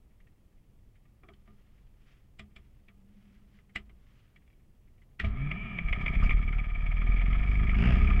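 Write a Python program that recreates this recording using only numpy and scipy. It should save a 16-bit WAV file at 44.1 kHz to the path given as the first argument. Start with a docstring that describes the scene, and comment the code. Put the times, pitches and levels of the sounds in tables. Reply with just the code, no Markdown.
"""In the cockpit of a parked light aircraft, a sleeve rustles and panel switches click over a faint
outdoor rumble. At 5.2 s the starter clunks in and whirrs, and the propeller gear knocks through its
slack. Near 5.8 s the four-cylinder engine catches, shakes the cabin and clatters at a lumpy idle.
From 7 s it picks up speed, with a short burst of sharp exhaust cracks just before the end."""
import sys
import numpy as np
from scipy import signal
from scipy.fft import rfft, irfft
from scipy.io import wavfile
from scipy.ndimage import uniform_filter1d

SR = 44100
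rng = np.random.default_rng(int(sys.argv[2]) if len(sys.argv) > 2 else 0)


def int16_out(signal):
    """Quantize to a 16-bit WAV file."""
    q = np.round(np.clip(np.atleast_2d(signal).T, -1, 1) * 32767)
    wavfile.write(sys.argv[1], SR, q.astype(np.int16))


N = 361619
T = np.arange(N) / SR
STARTER_ON_S, KICK_S, RELEASE_S = 5.2, 5.25, 5.8  # the starter is switched on, meshes, is let go
LEAD_S = .015  # build-up ahead of a strike's peak

# crankshaft speed: time_s, turns_per_s
CRANK_SPEED = [(5.2, 0.0), (5.26, 2.56), (5.78, 2.56), (5.87, 16.92), (6.15, 14.85), (6.33, 18.63),
               (6.55, 18.55), (6.8, 17.91), (7.0, 19.66), (7.2, 20.87), (7.4, 24.33), (7.55, 24.77),
               (7.68, 27.15), (7.75, 24.2), (7.82, 29.0), (7.9, 30.29), (8.05, 34.75), (8.2, 32.74)]
# deep shudder of the cabin: freq_hz, level_db
SHAKE_SPECTRUM = [(8, -22), (18, 1.5), (33, 0), (45, 7), (55, -5.5), (70, -7.5), (100, -15.5), (150, -18.5),
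                  (400, -100.5)]
# low drone of exhaust and starter: freq_hz, level_db
DRONE_SPECTRUM = [(50, -29), (100, -0.5), (130, 3), (165, 1), (205, -0.5), (260, -8), (325, -21.5),
                  (390, -12.5), (520, -37.5), (900, -79.5)]
# hard click of the panel: freq_hz, level_db
PANEL_SPECTRUM = [(200, -6.5), (400, -15.5), (520, -38), (680, -28), (900, -36), (1250, -12.5), (1500, -15),
                  (1900, -3), (2350, -5), (2680, -9.5), (3300, -15.5), (4100, -27.5), (8000, -48),
                  (15000, -59)]
# bright snap of a contact: freq_hz, level_db
SNAP_SPECTRUM = [(1500, -35), (3200, 12.5), (4200, -9), (5200, -6), (6200, -21.5), (7400, -8), (11000, -35),
                 (15000, -38.5)]


def undb(db):
    """Decibels to gain."""
    return 10 ** (np.asarray(db) / 20)


def curve(table, at=T):
    """Read a two-column table as a line, by default through time."""
    return np.interp(at, *np.transpose(table))


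def noise():
    """White noise of unit power."""
    return rng.standard_normal(N)


def drift(rate_hz):
    """Smooth random wander with a spread near 1."""
    knots = np.arange(0, 10, 1 / rate_hz)
    return np.interp(T, knots, noise()[:len(knots)])


def bell(s, half_s):
    """A smooth rise and fall about time s."""
    return np.exp(-((T - s) / half_s) ** 2)


def burst(s, attack_s, release_s):
    """A smooth attack up to time s, then an exponential release."""
    return np.where(T < s, bell(s, attack_s), np.exp(-np.abs(T - s) / release_s))


def colour(x, spectrum, size=16384):
    """Play x through a body with the given spectrum, as a minimum-phase filter."""
    hz, db = np.transpose(spectrum)
    bins = np.arange(size // 2 + 1) * SR / size
    gain = undb(np.interp(np.log(bins + 1), np.log(hz), db))
    cepstrum = irfft(np.log(gain))
    cepstrum[1:size // 2] *= 2
    cepstrum[size // 2 + 1:] = 0
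    return signal.fftconvolve(x, irfft(np.exp(rfft(cepstrum))))[:len(x)]


def steady(x, size=6000):
    """Ride the level to unit power over a few engine turns; single beats keep their shape."""
    power = uniform_filter1d(uniform_filter1d(x ** 2, size), size)
    return x / np.sqrt(np.abs(power) + np.mean(x ** 2) / 10 ** 4)


def texture(x, spectrum):
    """Colour x and hold it at unit power."""
    return steady(colour(x, spectrum))


def ring(hz, t60_s):
    """One second of a fading mode."""
    t = T[:SR]
    return np.sin(2 * np.pi * hz * t) * undb(-60 * t / t60_s)


def strike(spectrum, rise_s, fall_s, tail_db, tail_s, size=8192):
    """A chatter of contacts builds for LEAD_S, rings a body to a peak near 1 and dies away."""
    t = T[:size] - LEAD_S
    after = np.maximum(t, 0)
    attack = np.exp(np.minimum(t, 0) / rise_s)
    decay = np.exp(-after / fall_s) + undb(tail_db) * np.exp(-after / tail_s)
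    hit = colour(attack * decay * rng.standard_normal(size), spectrum)
    return hit / np.sqrt(2 * uniform_filter1d(hit ** 2, size=128).max())


def add(out, s, sound):
    """Mix a sound in at time s."""
    i = max(int(s * SR), 0)
    out[i:i + len(sound)] += sound[:N - i]


def doublings(speed, idle_turns_per_s=18):
    """Octaves of crank speed above idle, with a floor just below it."""
    return np.log2(np.maximum(speed / idle_turns_per_s, .8))


def ambience():
    """Breeze rumbles outside, and the cabin's air hums along in one faint swell."""
    # outdoor rumble: freq_hz, level_db
    outdoors = [(8.8, -20), (15, 6.5), (34, 1.5), (86, -7), (130, -6.5), (160, -15.5), (196, -12),
                (259, -19.5), (391, -24.5), (565, -29), (1230, -39), (1380, -57.5), (3630, -77),
                (4720, -74.5), (7990, -120)]
    # air resonance of the cabin: freq_hz, level_db
    cabin_air = [(120, -56.5), (185, -20.5), (198, 1.5), (212, -13), (320, -50.5), (900, -89.5)]
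    rumble = colour(noise(), outdoors)
    hum = texture(noise(), cabin_air) * burst(3.203, attack_s=.3, release_s=.45)
    return undb(-58) * rumble / np.std(rumble) + undb(-60.5) * hum


def sleeve():
    """Cloth slides as the arm moves: soft strokes over a constant whisper."""
    # arm strokes: centre_s, half_length_s, level_db
    strokes = [(1.654, 0.24, -84), (2.105, 0.089, -73.5), (2.67, 0.18, -89), (3.29, 0.16, -79),
               (3.563, 0.041, -75), (4.162, 0.15, -77)]
    # sliding cloth: freq_hz, level_db
    cloth = [(300, -9.5), (900, -11.5), (1250, 0.5), (1500, -2.5), (1950, 0.5), (3200, -3.5), (4000, -13),
             (5200, -14.5), (7000, -23), (14000, -53.5)]
    sliding = undb(-83.5) + sum(undb(db) * bell(s, half_s) for s, half_s, db in strokes)
    return sliding * texture(noise() * undb(2 * drift(100)), cloth)


def cabin_ticks(ticks_per_s=4, level_db=-73, scatter_db=4):
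    """Small things shift and tick faintly until the starter comes in."""
    out = np.zeros(N)
    for _ in range(int(ticks_per_s * STARTER_ON_S)):
        s, db = rng.uniform(0, STARTER_ON_S), rng.normal(level_db, scatter_db)
        add(out, s, undb(db) * strike(PANEL_SPECTRUM, rise_s=.003, fall_s=.012, tail_db=-16, tail_s=.02))
    return out


def airframe():
    """Firm pushes and the starter's kick ring the frame, which sways on with a deep note."""
    # blows to the frame: start_s, level_db, relative_sway_db
    thumps = [(1.285, -56.5, -16), (1.479, -55, -6), (2.396, -47.5, -7), (2.567, -57.5, 3),
              (3.76, -50.5, 3), (5.241, -32, 6)]
    # frame modes: pitch_hz, level_db, t60_s
    modes = [(76.4, -3.5, 0.75), (136.8, -6, 0.45), (207.5, -1.5, 0.45), (397, -21, 0.53), (656, -7, 0.1),
             (1070, -22, 0.13), (1210, -9, 0.15)]
    body = sum(undb(db) * ring(hz, t60_s) for hz, db, t60_s in modes)
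    sway = undb(-1) * ring(54, t60_s=1.3)
    out = np.zeros(N)
    for s, db, sway_db in thumps:
        add(out, s, undb(db) * (body + undb(sway_db) * sway))
    return out


def switches():
    """Each lever scrapes over its detent, snaps and rings; the last click is the starter's."""
    # switches and keys, levels ahead of the mix trims: time_s, level_db, ring_hz, thud_db, snap_db
    flicks = [(0.204, -60, 1950, -2, 2), (0.271, -62, 1830, 13.5, 8), (1.055, -66, 1190, 7, 3),
              (1.235, -57.5, 2370, 23.5, -2), (1.288, -50, 2280, 20, 6), (1.337, -61.5, 3030, -1, 22),
              (1.478, -55, 1250, 14, -4), (2.395, -39.5, 2390, 6, 18), (2.564, -44.5, 2370, 5, 18),
              (2.885, -51, 2300, 10, -16), (3.589, -58.5, 2040, 12, -6), (3.696, -60.5, 2160, 11, -4),
              (3.7596, -24, 2010, -1.5, 9.5), (3.896, -56.5, 2130, 15.5, -3), (4.362, -52, 2320, 0, -12),
              (4.478, -63.5, 2340, 2, -4), (4.503, -63.5, 2320, 0, -4), (4.529, -65, 2300, 5, -7),
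              (5.02, -57, 2035, 1, 9), (5.2, -27, 1880, 0.5, -5.5)]
    # dull body of the panel: freq_hz, level_db
    panel_body = [(80, -5), (200, 5), (300, -3.5), (400, 7.5), (540, -19), (690, 0.5), (900, -17.5),
                  (1220, -2.5), (1700, -18.5), (4000, -68)]
    out = np.zeros(N)
    for s, db, hz, thud_db, snap_db in flicks:
        click = strike(PANEL_SPECTRUM, rise_s=.0027, fall_s=.009, tail_db=-16, tail_s=.021)
        thud = strike(panel_body, rise_s=.003, fall_s=.021, tail_db=-1, tail_s=.036)
        snap = strike(SNAP_SPECTRUM, rise_s=.0034, fall_s=.0061, tail_db=-5, tail_s=.016)
        contact = click + undb(thud_db - 15.5) * thud + undb(snap_db - 21.5) * snap
        lever = ring(hz, t60_s=.041) + undb(-12) * ring(1.43 * hz, t60_s=.062)
        add(out, s - LEAD_S, undb(db - 5) * contact)
        add(out, s, undb(db - 2) * lever)
    return out


def starter(run_out_s=.11):
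    """The pinion grinds in; the armature hums, slowed by compression, and the gear teeth sing."""
    # armature speed: time_s, pitch_hz
    armature = [(5.2, 49.9), (5.26, 84.04), (5.33, 118), (5.4, 134), (5.52, 149.5), (5.58, 196.8),
                (5.65, 231.5), (5.78, 174.3), (5.85, 159.2), (6.05, 201.3)]
    # how loudly the airframe carries the hum: pitch_hz, level_db
    mount = [(50, -45), (84, -24), (116, -47.5), (138, -28.5), (153, -38), (174, -38.5), (197, -41.5),
             (232, -49)]
    # gear housing: freq_hz, level_db
    housing = [(400, -26.5), (720, -12), (900, -23.5), (1280, -6.5), (1500, -25.5), (2100, -17),
               (2330, 8.5), (2600, -14.5), (2950, -10.5), (3800, -37)]
    hz = curve(armature)
    mesh = undb(-35) * burst(STARTER_ON_S, attack_s=.004, release_s=.016)
    mesh += undb(-44.5) * burst(KICK_S, attack_s=.008, release_s=.032)
    grind = texture(noise(), PANEL_SPECTRUM) + undb(-25) * texture(noise(), SNAP_SPECTRUM)
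    angle = 2 * np.pi * np.cumsum(hz * (1 + .019 * drift(90))) / SR
    hum = (np.sin(angle) + undb(-20.5) * np.sin(2 * angle)) * undb(curve(mount, hz) + 1.1 * drift(48))
    teeth = sum(np.sin(k * (angle + k)) for k in range(3, 18))
    whine_db = -47 + 8 * np.log2(hz / 190)  # louder the faster it runs
    whine = undb(whine_db) * texture(teeth * undb(2 * drift(200)), housing)
    # the growl is strongest while the motor drags the crank up to speed
    pull_in_s = KICK_S - STARTER_ON_S
    drag = undb(-31) * burst(KICK_S, pull_in_s, release_s=.3)
    growl = undb(-44) * texture(noise(), DRONE_SPECTRUM) + drag * texture(noise(), SHAKE_SPECTRUM)
    engaged = np.clip((T - STARTER_ON_S) / pull_in_s, 0, 1)
    run_out = np.exp(-np.maximum(T - RELEASE_S, 0) / run_out_s)
    return engaged * run_out * (hum + whine + growl) + mesh * grind


def knocks(knock_phase=.52, jitter_turns=.05):
    """Gear slack knocks and the cowling buzzes: a few times hard, and lightly on every running turn."""
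    # propeller gear taking up its slack: time_s, untrimmed_level_db
    hard_knocks = [(5.2474, -29.5), (5.5148, -22.5), (5.7873, -21.5), (5.9293, -22), (6.0629, -23),
                   (6.0805, -22), (6.154, -29), (6.2954, -21.5), (6.3079, -21.5), (6.5991, -32),
                   (7.1963, -29), (7.33, -30), (7.694, -24)]
    # loud cowling buzzes: time_s, untrimmed_level_db
    loud_buzzes = [(6.2244, -37.5), (7.3488, -41.5), (7.7344, -41), (8.1094, -34)]
    # gear casing: freq_hz, level_db
    gear = [(300, -26.5), (700, -16.5), (900, -28), (1250, -11), (1500, -23), (1950, -7.5), (2290, 6.5),
            (2650, -16), (3300, -16.5), (3900, -42.5), (5000, -48), (8000, -62), (15000, -76)]
    # cowling sheet: freq_hz, level_db
    cowling = [(400, -35.5), (700, -14.5), (900, -33.5), (1220, 3), (1500, -15), (4000, -62.5)]
    speed = curve(CRANK_SPEED)
    turns = np.cumsum(speed) / SR
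    gear_hits = [(s, db - 2.5) for s, db in hard_knocks]
    cowling_hits = [(s, db + 3.5) for s, db in loud_buzzes]
    for turn in np.arange(np.ceil(np.interp(RELEASE_S, T, turns)), np.floor(turns[-1])):
        timing, force, looseness, lag = rng.standard_normal(4)
        s = np.interp(turn + knock_phase + jitter_turns * timing, turns, T)
        gear_hits.append((s, -38 + 1.3 * force))
        # the buzz trails the knock and grows with speed
        rate = np.interp(s, T, speed)
        buzz_s = min(s + abs(lag) / rate / 2, T[-1])
        cowling_hits.append((buzz_s, -50 + 7.5 * doublings(rate) + 5 * looseness))
    out = np.zeros(N)
    for s, db in gear_hits:
        knock = strike(gear, rise_s=.0015, fall_s=.0051, tail_db=-18.5, tail_s=.004)
        add(out, s - LEAD_S, undb(db) * knock)
    for s, db in cowling_hits:
        buzz = strike(cowling, rise_s=.0016, fall_s=.0045, tail_db=-12.5, tail_s=.021)
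        add(out, s - LEAD_S, undb(db) * buzz)
    return out


def beats(turns, scatter_db):
    """One impulse at each whole turn, each of its own strength."""
    return np.diff(np.floor(turns), prepend=np.floor(turns[0])) * undb(scatter_db * noise())


def firings(turns, weak_db, scatter_db=2.2, jitter_turns=.025):
    """The cold engine fires twice a turn, strong then weak, each a little early or late."""
    uneven = np.maximum.accumulate(turns + jitter_turns * drift(25))
    return beats(uneven, scatter_db) + undb(weak_db) * beats(uneven + .5, scatter_db)


def effort(speed):
    """Gains of the engine's layers: speed and surges move them, and only bursts open the cracks."""
    # the cold engine surges and stumbles: centre_s, half_length_s, shake_db, drone_db, clatter_db
    surges = [(5.891, 0.049, 1, -3, 2), (6.047, 0.11, -4.5, 8.5, 7.5), (6.244, 0.16, 7.5, 11, 4.5),
              (6.7, 0.041, -4, -3.5, -3), (7.124, 0.18, 3.5, 3, 2)]
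    # bursts of hard firing: peak_s, attack_s, release_s, crack_db, hiss_db, drone_db
    hard_firing = [(6.245, 0.014, 0.015, -48.5, -54, -50), (7.51, .025, .04, -68, -69.5, -44),
                   (7.88, 0.1, 0.11, -43.5, -64.5, -32)]
    octaves = doublings(speed)
    # dB at idle, plus dB per octave of speed
    shake, drone = undb(-27.5 + 8 * octaves), undb(-47 + 15.5 * octaves)
    clatter, hiss = undb(-47.5 + 7.5 * octaves), undb(-75 + 9.5 * octaves)
    crack = np.zeros(N)
    for s, half_s, shake_db, drone_db, clatter_db in surges:
        surge = bell(s, half_s)
        shake *= undb(shake_db * surge)
        drone *= undb(drone_db * surge)
        clatter *= undb(clatter_db * surge)
        hiss *= undb(clatter_db * surge)
    for s, attack_s, release_s, crack_db, hiss_db, drone_db in hard_firing:
        load = burst(s, attack_s, release_s)
        crack += undb(crack_db) * load
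        hiss += undb(hiss_db) * load
        drone += undb(drone_db) * load
    return shake, drone, clatter, hiss, crack


def exhaust_cracks(turns):
    """Under load each exhaust pulse has a sharp front and a puff of gas behind it."""
    # front of a pulse: freq_hz, level_db
    pulse_front = [(400, -20), (1300, -8), (2200, -5), (2850, 0), (3400, -6), (4100, -20), (5000, -11),
                   (6200, -27), (7500, -34), (10000, -55)]
    # exhaust gas through the cabin wall: freq_hz, level_db
    gas = [(300, -11.5), (420, -5), (540, -3.5), (700, 5), (850, -4.5), (1250, -3), (1480, -1), (1800, 0),
           (2800, 1), (3400, -17.5), (4100, -34), (5000, -31), (9000, -61.5)]
    turns_since = turns % .5
    front = beats(2 * turns, scatter_db=1.5) + undb(-20) * noise() * np.exp(-turns_since / .03)
    puff = noise() * (np.exp(-turns_since / .2) + undb(-11.5))
    return undb(-7) * texture(front, pulse_front) + undb(6) * texture(puff, gas)


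def combustion(speed, turns, shake_gain, drone_gain, crack_gain, lumpy_db=1.5):
    """Firings rock the cabin and drone in the exhaust; propeller wash buffets along."""
    pushes = firings(turns + .005 * speed, weak_db=-10)  # 5 ms ahead of the exhaust
    wash = undb(-9) * texture(noise(), SHAKE_SPECTRUM)
    shake = steady(texture(-pushes, SHAKE_SPECTRUM) + wash)
    pulses = firings(turns, weak_db=-3)
    drone = texture(pulses, DRONE_SPECTRUM) + undb(-5) * texture(noise(), DRONE_SPECTRUM)
    cracks = exhaust_cracks(turns)
    return shake * shake_gain + drone * drone_gain * undb(lumpy_db * drift(14)) + cracks * crack_gain


def engine(spin_up_s=.19, throb_db=2.5, grains_per_s=450, ticks_per_s=1500):
    """The crank turns over, then catches; gears and tappets clatter in step with it."""
    # engine casing: freq_hz, level_db
    casing = [(290, -41.5), (500, -18), (557, -19), (703, -4.5), (850, -23.5), (947, -12.5), (1110, -20.5),
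              (1230, 2), (1470, -23), (1710, -7), (2080, -10.5), (2280, 3), (2690, -21), (3340, -15.5),
              (3630, -30), (4720, -50.5), (7990, -120)]
    # valve gear: freq_hz, level_db
    valve_gear = [(1500, -23), (2300, 28.5), (2650, 6.5), (3300, -4.5), (4000, -28), (5000, -33.5),
                  (9000, -47)]
    # hiss on top of the clatter: freq_hz, level_db
    sizzle = [(2500, 15), (3300, -20.5), (4100, 0), (4900, 14), (6000, -1), (7200, 2), (9000, -9.5),
              (15000, -40)]
    speed = curve(CRANK_SPEED)
    turns = np.cumsum(speed) / SR
    shake_gain, drone_gain, clatter_gain, hiss_gain, crack_gain = effort(speed)
    caught = np.interp(T, [5.78, 5.86], [0, 1])
    cranking = np.clip((T - STARTER_ON_S) / spin_up_s, 0, 1) ** 2 * (1 - caught)
    # loose parts chatter most once a turn, just after the weaker firing
    throb = undb(throb_db * caught * np.cos(2 * np.pi * (turns - .65)))
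    grains = (rng.random(N) < grains_per_s / SR) * noise()
    clatter = undb(-1) * texture(throb * (steady(grains) + undb(1) * noise()), casing)
    # the valve gear rattles in one ragged bunch of ticks a turn
    bunch = np.exp(2 * np.cos(2 * np.pi * (turns - .6)))
    ticks = (rng.random(N) < ticks_per_s / SR) * noise() * bunch
    tappets = undb(-7) * texture(ticks, valve_gear)
    hiss = texture(throb * noise() * undb(2 * drift(90)), sizzle)
    running = combustion(speed, turns, shake_gain, drone_gain, crack_gain)
    running += (clatter + tappets) * clatter_gain + hiss * hiss_gain
    turning_over = undb(-48.5) * clatter + undb(-78.5) * hiss
    return caught * running + cranking * turning_over


def scene():
    """Everything as it meets between the seats, in mono."""
    machinery = engine() + starter() + knocks()
    cockpit = switches() + airframe() + ambience() + sleeve() + cabin_ticks()
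    return (machinery + cockpit)[None]


def record(dry):
    """A faint hiss lies under the mix, and the very top is cut steeply."""
    hiss_db, top_hz = -82.5, 15700
    lowpass = signal.ellip(8, .2, 70, top_hz, fs=SR, output="sos")
    return signal.sosfilt(lowpass, dry + undb(hiss_db) * noise())


dry = scene()
out = record(dry)
int16_out(out)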